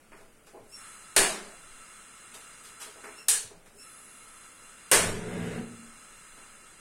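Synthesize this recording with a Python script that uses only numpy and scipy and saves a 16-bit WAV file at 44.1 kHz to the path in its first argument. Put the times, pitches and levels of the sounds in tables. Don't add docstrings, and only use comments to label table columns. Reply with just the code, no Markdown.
import sys
import numpy as np
from scipy import signal
from scipy.fft import rfft, irfft, next_fast_len
from scipy.io import wavfile
from scipy.ndimage import uniform_filter1d, map_coordinates

SR = 44100
rng = np.random.default_rng(int(sys.argv[2]) if len(sys.argv) > 2 else 0)


def elevation(decibels):
    levels = np.asarray(decibels, float)
    return 10 ** (levels / 20)


def inscribe(sig):
    pcm = np.round(np.clip(np.atleast_2d(sig).T, -1, 1) * 32767)
    wavfile.write(sys.argv[1], SR, pcm.astype(np.int16))


N = 299990


def unit(x):
    return x / np.sqrt(np.mean(x ** 2) + 1e-20)


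def along(points, hz):
    f, v = np.transpose(points)
    return np.interp(np.log(hz + 1), np.log(f + 1), v)


def wobble(rate_hz, count=N):
    knots = rng.standard_normal(int(count * rate_hz / SR) + 4)
    return map_coordinates(knots, [np.arange(count) * rate_hz / SR])


def filtered(x, response):
    m = next_fast_len(len(x) + SR // 4)
    return irfft(rfft(x, m) * response(np.fft.rfftfreq(m, 1 / SR)), m)[:len(x)]


def shape(points):
    below = [(0, -120), (points[0][0] * 0.7, -70)]
    above = [(points[-1][0] * 1.05, -120)]
    return lambda hz: elevation(along(below + list(points) + above, hz))


def resonances(peaks):
    def response(f):
        total = 0
        for k, (centre_hz, width_hz, db) in enumerate(peaks):
            damping = 1j * f * width_hz
            total = total + (-1) ** k * elevation(db) * damping / (centre_hz ** 2 - f * f + damping)
        return total
    return response


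def noise(response, count=N):
    return unit(filtered(rng.standard_normal(count), response))


def causal(x, points):
    gain = shape(points)(np.fft.rfftfreq(4096, 1 / SR))
    cepstrum = irfft(np.log(np.maximum(gain, 1e-5)))
    cepstrum[1:2048] *= 2
    cepstrum[2049:] = 0
    return signal.fftconvolve(x, irfft(np.exp(rfft(cepstrum))))[:len(x)]


def tail(scale, sparse_db):
    # (frequency [Hz], t60 [s])
    kitchen_t60 = [(100, 1.1), (300, 0.71), (700, 0.77), (1800, 0.62), (5000, 0.6), (9000, 0.46),
                   (14000, 0.47)]
    t = np.arange(SR) / SR
    sparse = elevation(sparse_db * np.exp(-t / 0.0099) * wobble(900, count=SR))
    echoes = rng.standard_normal(SR) * sparse
    hz, frame_s, z = signal.stft(echoes, SR, nperseg=256)
    t60_s = scale * along(kitchen_t60, hz)[:, None]
    return signal.istft(z * elevation(-60 * frame_s / t60_s), SR, nperseg=256)[1][:SR]


def background():
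    # (time [s], level [dB], t60 [s])
    pushes = [(0.0, -53, 1), (.2, -56, 2.3), (1.17, -26, 0.32), (1.4, -53, 1.5), (1.702, -56, .7),
              (3.27, -49.5, 0.68), (4.15, -59, 0.89), (4.93, -33.5, 1.2), (5.5, -53, 0.97),
              (5.85, -58.5, 0.67), (6.1, -54, 0.85), (6.4, -59, .8), (6.65, -62, 1.6)]
    # (frequency [Hz], density [dB per Hz])
    rumble_colour = [(4, -4), (12, 21), (28, 6), (40, -13), (60, -38)]
    # (frequency [Hz], density [dB per Hz])
    floor_colour = [(8.8, -32.5), (15, 11.5), (36, -9), (109, -7.5), (220, -3), (303, -7), (543, -7),
                    (1030, -15.5), (1340, -9), (1850, -16), (2200, -13.5), (3940, -22), (7070, -22),
                    (9190, -20), (16000, -28)]
    floor_db, still_db, push_rise_s = -59.5, -74, 0.026
    t = np.arange(N) / SR
    sway = elevation(still_db)
    for start_s, db, t60_s in pushes:
        since = np.maximum(t - start_s, 0)
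        sway = sway + elevation(db - 60 * since / t60_s) * (1 - np.exp(-since / push_rise_s))
    return elevation(floor_db) * noise(shape(floor_colour)) + sway * noise(shape(rumble_colour))


def touches():
    # (time [s], level [dB], rise [s], dull part [dB], bright part [dB])
    contacts = [(.117, -50.5, 0.0033, -3, -15), (.15, -68, 0.027, -3, 5.5), (.2, -64, 0.0089, 8, -4),
                (.46, -60, 0.012, -0.5, 2.5), (.53, -69.5, 0.02, 22.5, -10), (.56, -70, 0.011, 21.5, -12),
                (.635, -81, 0.011, 15, -8), (2.335, -54.5, 0.0094, -0.5, 8), (2.631, -62, 0.025, -9, 12),
                (2.676, -67, .01, -4, 0), (2.793, -47.5, 0.027, -8.5, 6.5), (2.86, -58, .007, 3, -6),
                (2.954, -63, 0.0036, 13, -6), (3.033, -44.5, .012, -2, -10), (3.069, -51, .009, -1.5, -15),
                (3.109, -64, 0.012, 6, -9), (3.15, -63, .013, -2.1, 1.1), (3.499, -68, 0.015, 16, -9),
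                (3.65, -61, 0.014, -2.1, 1), (6.362, -56, 0.022, -2.5, -8)]
    # (frequency [Hz], width [Hz], level [dB])
    dull_peaks = [(247, 42, -2), (420, 44, 7), (657, 35, 3.5), (810, 26, 2), (1020, 76, -5.5)]
    # (frequency [Hz], density [dB per Hz])
    middle_colour = [(400, -46), (900, -2), (1500, -1), (2500, -6), (4000, -35), (6000, -33)]
    # (frequency [Hz], density [dB per Hz])
    bright_colour = [(2500, -0.5), (4000, -1.5), (6500, -2), (9000, -3), (12000, -5), (16000, -25)]
    t60_s = 0.39
    out, t = np.zeros(N + SR), np.arange(SR // 2) / SR
    count = len(t)
    for start_s, db, rise_s, dull_db, bright_db in contacts:
        burst = noise(shape(middle_colour), count)
        burst += elevation(dull_db) * noise(resonances(dull_peaks), count)
        burst += elevation(bright_db) * noise(shape(bright_colour), count)
        grit = elevation(0.33 * wobble(141, count))
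        swell = np.minimum(t / rise_s, 1) * elevation(-60 * np.maximum(t - rise_s, 0) / t60_s)
        out[round(start_s * SR):][:count] += elevation(db) * burst * grit * swell
    return out[:N]


def thumps():
    # (time [s], level [dB], frequency [Hz], t60 [s])
    booms = [
        (0.6, -53, 115, 0.29),
        (3.439, -42, 95, 0.21),
        (3.519, -60, 169, .4),
        (3.62, -68, 200, 0.61),
        (3.741, -51, 420, 0.24),
        (5.039, -32, 91.6, 0.45),
        (5.56, -37.5, 232, 0.87),
    ]
    out, t = np.zeros(N + SR), np.arange(SR // 2) / SR
    for start_s, db, hz, t60_s in booms:
        boom = noise(resonances([(hz, 0.027 * hz, 0)]), len(t))
        swell = elevation(db - 60 * t / t60_s) * (1 - np.exp(-t / 0.0099))
        out[round(start_s * SR):][:len(t)] += swell * boom
    return out[:N]


def gas():
    # (open [s], shut [s], flow [dB], jet top at opening [dB], fade of top [dB per s])
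    valve = [
        (0.73, 3.23, -54.5, -60, 30),
        (3.792, 6.5, -56, -60, 12),
    ]
    # (frequency [Hz], width [Hz], level [dB])
    tube_peaks = [(1307, 65, -3.5), (2157, 39, -11.5), (2762, 25.4, -7), (3460, 33, -14),
                  (4085, 121, -15.5), (4870, 20, -13.5)]
    # (frequency [Hz], density [dB per Hz])
    tube_bed = [(530, -37), (900, -14), (1330, -6.5), (2760, -14), (3260, -15.5), (4070, -18.5),
                (4470, -52), (4770, -25), (6000, -67), (7800, -54), (13200, -120)]
    # (frequency [Hz], density [dB per Hz])
    jet_colour = [(4550, -43), (4950, -9), (5840, -10.5), (6050, -6.5), (6730, -3.5), (7310, -4.5),
                  (8210, 0), (12500, -19.5), (15400, -25), (16000, -30)]
    # (frequency [Hz], density [dB per Hz])
    top_colour = [(9000, -34), (9800, -6.5), (10500, -0.5), (11200, -7.5), (12000, -24), (14000, -18),
                  (16000, -29)]
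    # (frequency [Hz], width [Hz], level [dB])
    ridge_peaks = [(8140, 500, 1), (10100, 600, -1.5)]
    open_db_per_s, shut_db_per_s = 222, 256
    tube_lag_s, top_late_s = 0.053, 0.065
    rush_tube_db, rush_jet_db, rush_s = 2.5, 2, 0.12
    rush_per_fade = 0.025
    jet_db, top_rest_db, ridge_db = -1.5, -18, -4
    settled_flow_db, settled_top_db = -57.5, -76
    t = np.arange(N) / SR
    tube_gain, jet_gain, top_gain, ridge_gain = np.zeros((4, N))
    for open_s, shut_s, flow_db, top_db, fade in valve:
        since = np.maximum(t - open_s, 0)
        edge_db = -open_db_per_s * np.maximum(open_s - t, 0) - shut_db_per_s * np.maximum(t - shut_s, 0)
        rush = rush_per_fade * fade * since / rush_s * np.exp(1 - since / rush_s)
        lag_db = open_db_per_s * np.clip(open_s + tube_lag_s - t, 0, tube_lag_s)
        tube_gain += elevation(flow_db + edge_db - lag_db + rush_tube_db * rush)
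        jet_gain += elevation(flow_db + jet_db + edge_db + rush_jet_db * rush)
        ridge_gain += rush * elevation(flow_db + ridge_db + edge_db)
        fading_db = np.maximum(top_db - fade * since, flow_db + top_rest_db)
        top_gain += elevation(fading_db + edge_db - 7.5 * np.exp(-since / top_late_s))
    settled = np.clip((t - valve[-1][1]) / 0.04, 0, 1)
    steady = settled * elevation(settled_flow_db)

    def pipe(hz):
        return resonances(tube_peaks)(hz) / (1 + (1000 / (hz + 1)) ** 4)

    tube = unit(noise(pipe) + elevation(0.5) * noise(shape(tube_bed)))
    surge = elevation(0.7 * wobble(9))
    hiss = (tube_gain + steady) * tube
    hiss += (jet_gain + elevation(jet_db) * steady) * noise(shape(jet_colour))
    hiss += ridge_gain * noise(lambda hz: resonances(ridge_peaks)(hz) ** 2)
    top = elevation(5.5) * (top_gain + settled * elevation(settled_top_db)) * noise(shape(top_colour))
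    return surge * hiss + top


def whistle():
    # (time [s], hold [s], pitch [Hz], level [dB], half-pitch level [dB])
    cracks = [
        (0.738, 0.0093, 5480, -45.5, -12),
        (3.188, 0.024, 5410, -52, -0.5),
        (3.796, .03, 5360, -55, -4),
    ]
    # (frequency [Hz], density [dB per Hz])
    spray_colour = [(11500, -32), (13000, -5), (14000, -2), (15000, -6), (16000, -25)]
    rise_db_per_s, fall_db_per_s = 730, 260
    glide_hz, glide_s = 200, 0.024
    flat_hz_per_db = 4
    width_hz, width_hz_per_db = 380, 14
    out, t = np.zeros(N), np.arange(N) / SR
    for start_s, hold_s, hz, db, half_db in cracks:
        under_db = rise_db_per_s * np.maximum(start_s - t, 0)
        under_db += fall_db_per_s * np.maximum(t - start_s - hold_s, 0)
        pitch_hz = hz - glide_hz * np.clip((start_s - t) / glide_s, 0, 2)
        pitch_hz -= flat_hz_per_db * np.minimum(under_db, 40)
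        half_phase = np.pi * np.cumsum(pitch_hz) / SR
        gate = np.clip((37 - under_db) / 8, 0, 1)
        blur_hz = width_hz + width_hz_per_db * half_db
        tone = wobble(blur_hz) * np.sin(2 * half_phase) + wobble(blur_hz) * np.cos(2 * half_phase)
        half = wobble(180) * np.sin(half_phase) + wobble(180) * np.cos(half_phase)
        spray = elevation(0.32 * (db - under_db) - 52) * noise(shape(spray_colour))
        out += gate * (elevation(db - under_db) * (tone + elevation(half_db) * half) + spray)
    return out


def igniter():
    # (time [s], peak [dB], hold [s], decay scale [1])
    snaps = [
        (1.164, -5.5, 0.058, 0.82),
        (3.284, -9, 0.039, 0.65),
        (4.9148, -6, 0.019, 0.88),
    ]
    # (frequency [Hz], density [dB per Hz])
    snap_colours = [
        [(35, -46), (60, -28), (108, -29.5), (212, -4.5), (287, -10.5), (389, 1.5), (492, -5.5), (651, -5),
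         (1310, -6.5), (1660, -1.5), (3340, -7.5), (4320, -4.5), (5210, -8), (9130, -2), (16000, -25.5)],
        [(35, -92), (60, -63), (222, -28), (315, -41), (437, -12), (593, -27), (882, -17), (1040, -19.5),
         (1660, -13.5), (1820, -11), (2000, -16), (4320, -8.5), (5090, -10), (8920, 0), (16000, -25)],
        [(35, -39), (60, -16), (268, -14.5), (417, -1.5), (666, -6), (803, -13.5), (882, -6), (1340, -10),
         (1440, -6), (2090, -6.5), (4530, -12.5), (4970, -11.5), (8920, -6.5), (14600, -22), (16000, -45)],
    ]
    # (frequency [Hz], level [dB], t60 [s])
    panel_modes = [(400.3, -20.5, 1), (639, -10, 0.92), (993, -23, 0.33), (1682, 3, 0.35), (1720, 1, 0.23),
                   (2113, -12, .3), (2830, 5, 0.26)]
    crack_db, crack_s = -3.5, 0.00066
    out, t, lead_s = np.zeros(N + SR), np.arange(SR) / SR, np.arange(-200, 0) / SR
    for (start_s, db, hold_s, scale), colour in zip(snaps, snap_colours):
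        answer = causal(tail(scale, sparse_db=1.5), colour)
        answer /= np.std(answer[:SR // 20])
        ring = np.zeros(SR)
        for hz, level_db, t60_s in panel_modes:
            phase = 2 * np.pi * hz * t + 2.0 * wobble(63.4, SR)
            ring += elevation(level_db - 60 * t / t60_s) * np.sin(phase) * wobble(36.5, SR)
        ring = filtered(ring, lambda hz: elevation(0.77 * along(colour, hz)))
        build = 1 - np.exp(-t / 0.00065)
        build *= 1 - 0.42 * np.exp(-t / hold_s) + 0.63 * np.exp(-t / 0.0015)
        start = round(start_s * SR)
        out[start:][:SR] += elevation(db - 10.5) * build * (answer + elevation(-7) * ring)
        spark = rng.standard_normal(SR // 100) * np.exp(-t[:SR // 100] / crack_s)
        crack = filtered(spark, resonances([(9900, 5700, 0)]))
        out[start:][:len(crack)] += elevation(db + crack_db) * crack
        scrape = np.exp(lead_s / 0.00075) * answer[400:400 + len(lead_s)]
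        out[start - len(lead_s):start] += elevation(db - 20) * scrape
    return out[:N]


def flame():
    # (time [s], level [dB])
    strength = [
        (4.93, -50),
        (5.0, -36),
        (5.13, -42),
        (5.19, -39),
        (5.4, -38),
        (5.58, -37.5),
        (5.63, -54),
        (5.7, -70),
    ]
    # (frequency [Hz], width [Hz], level [dB])
    burner_peaks = [(84, 21, -7), (116.3, 10.4, 1), (175.7, 11.7, 2.5), (211, 23, -1.5), (230.6, 17, 2),
                    (341, 31, -7.5), (398, 22, -1), (438, 21.6, 2.5), (660, 71, -10)]
    # (frequency [Hz], density [dB per Hz])
    crackle_colour = [(290, -27), (500, 1), (535, 0), (1030, -11.5), (1390, -6.5), (2120, -7.5),
                      (2300, -11), (2820, -12), (5140, -24.5), (8290, -22.5), (13000, -31.5)]
    crackle_over_roar_db, crackle_late_s = -7.5, 0.11
    t = np.arange(N) / SR
    knots_s, knots_db = np.transpose([(4.9, -140)] + strength + [(5.75, -140)])
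    roar_db = np.interp(t, knots_s, knots_db)
    since = np.maximum(t - strength[1][0], 0)
    crackle_db = roar_db + crackle_over_roar_db - 18 * np.exp(-since / crackle_late_s)
    flutter_db = 1.6 * wobble(45) + 0.8 * wobble(15)
    puffs = elevation(roar_db + flutter_db) * rng.standard_normal(N)

    def hollow(hz):
        return resonances(burner_peaks)(hz) / (1 + (65 / (hz + 1)) ** 4) / (1 + (hz / 600) ** 4)

    roar = filtered(puffs, hollow) / np.std(filtered(rng.standard_normal(N), hollow))
    direct = roar + elevation(crackle_db + flutter_db / 2) * noise(shape(crackle_colour))
    walls = tail(0.75, sparse_db=0)
    return direct + elevation(-2.5) * signal.fftconvolve(direct, walls / np.linalg.norm(walls))[:N]


def gated(x):
    # (frequency [Hz], threshold [dB])
    threshold = [(2600, -20), (3100, -1.5), (4500, -.3), (6000, -.6), (7200, -3.2), (10000, -2.6),
                 (11500, .2), (16000, 1.4)]
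    hz, _, z = signal.stft(x, SR, nperseg=2048)

    def patch(v):
        return uniform_filter1d(uniform_filter1d(v, size=7, axis=1), size=2, axis=2)

    power = np.abs(z) ** 2
    near = np.abs(patch(power)) + 1e-20
    wide = np.exp(uniform_filter1d(np.log(near), size=70, axis=1))
    total = power.sum(axis=1, keepdims=True)
    blow = total > 30 * np.roll(total, 2, axis=2)
    gate_db = along(threshold, hz)[:, None] + 1.8 * unit(patch(rng.standard_normal(z.shape)))
    kept = blow | (near > wide * elevation(2 * gate_db))
    return signal.istft(z * kept * (hz < 15900)[:, None], SR, nperseg=2048)[1][:, :N]


def scene():
    handling = background() + touches() + thumps()
    burner = gas() + whistle() + igniter() + flame()
    return (handling + burner)[None]


def top_cut(x):
    return signal.sosfilt(signal.butter(12, 16860, fs=SR, output="sos"), x)


def record(dry):
    # (frequency [Hz], width [Hz], level [dB])
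    port_peak = [(9250, 1860, -5)]
    heard = filtered(dry[0], lambda hz: 1 + resonances(port_peak)(hz))[None]
    held = heard / (1 + np.abs(heard / 0.6) ** 4) ** (1 / 4)
    return top_cut(gated(held))


dry = scene()
out = record(dry)
inscribe(out)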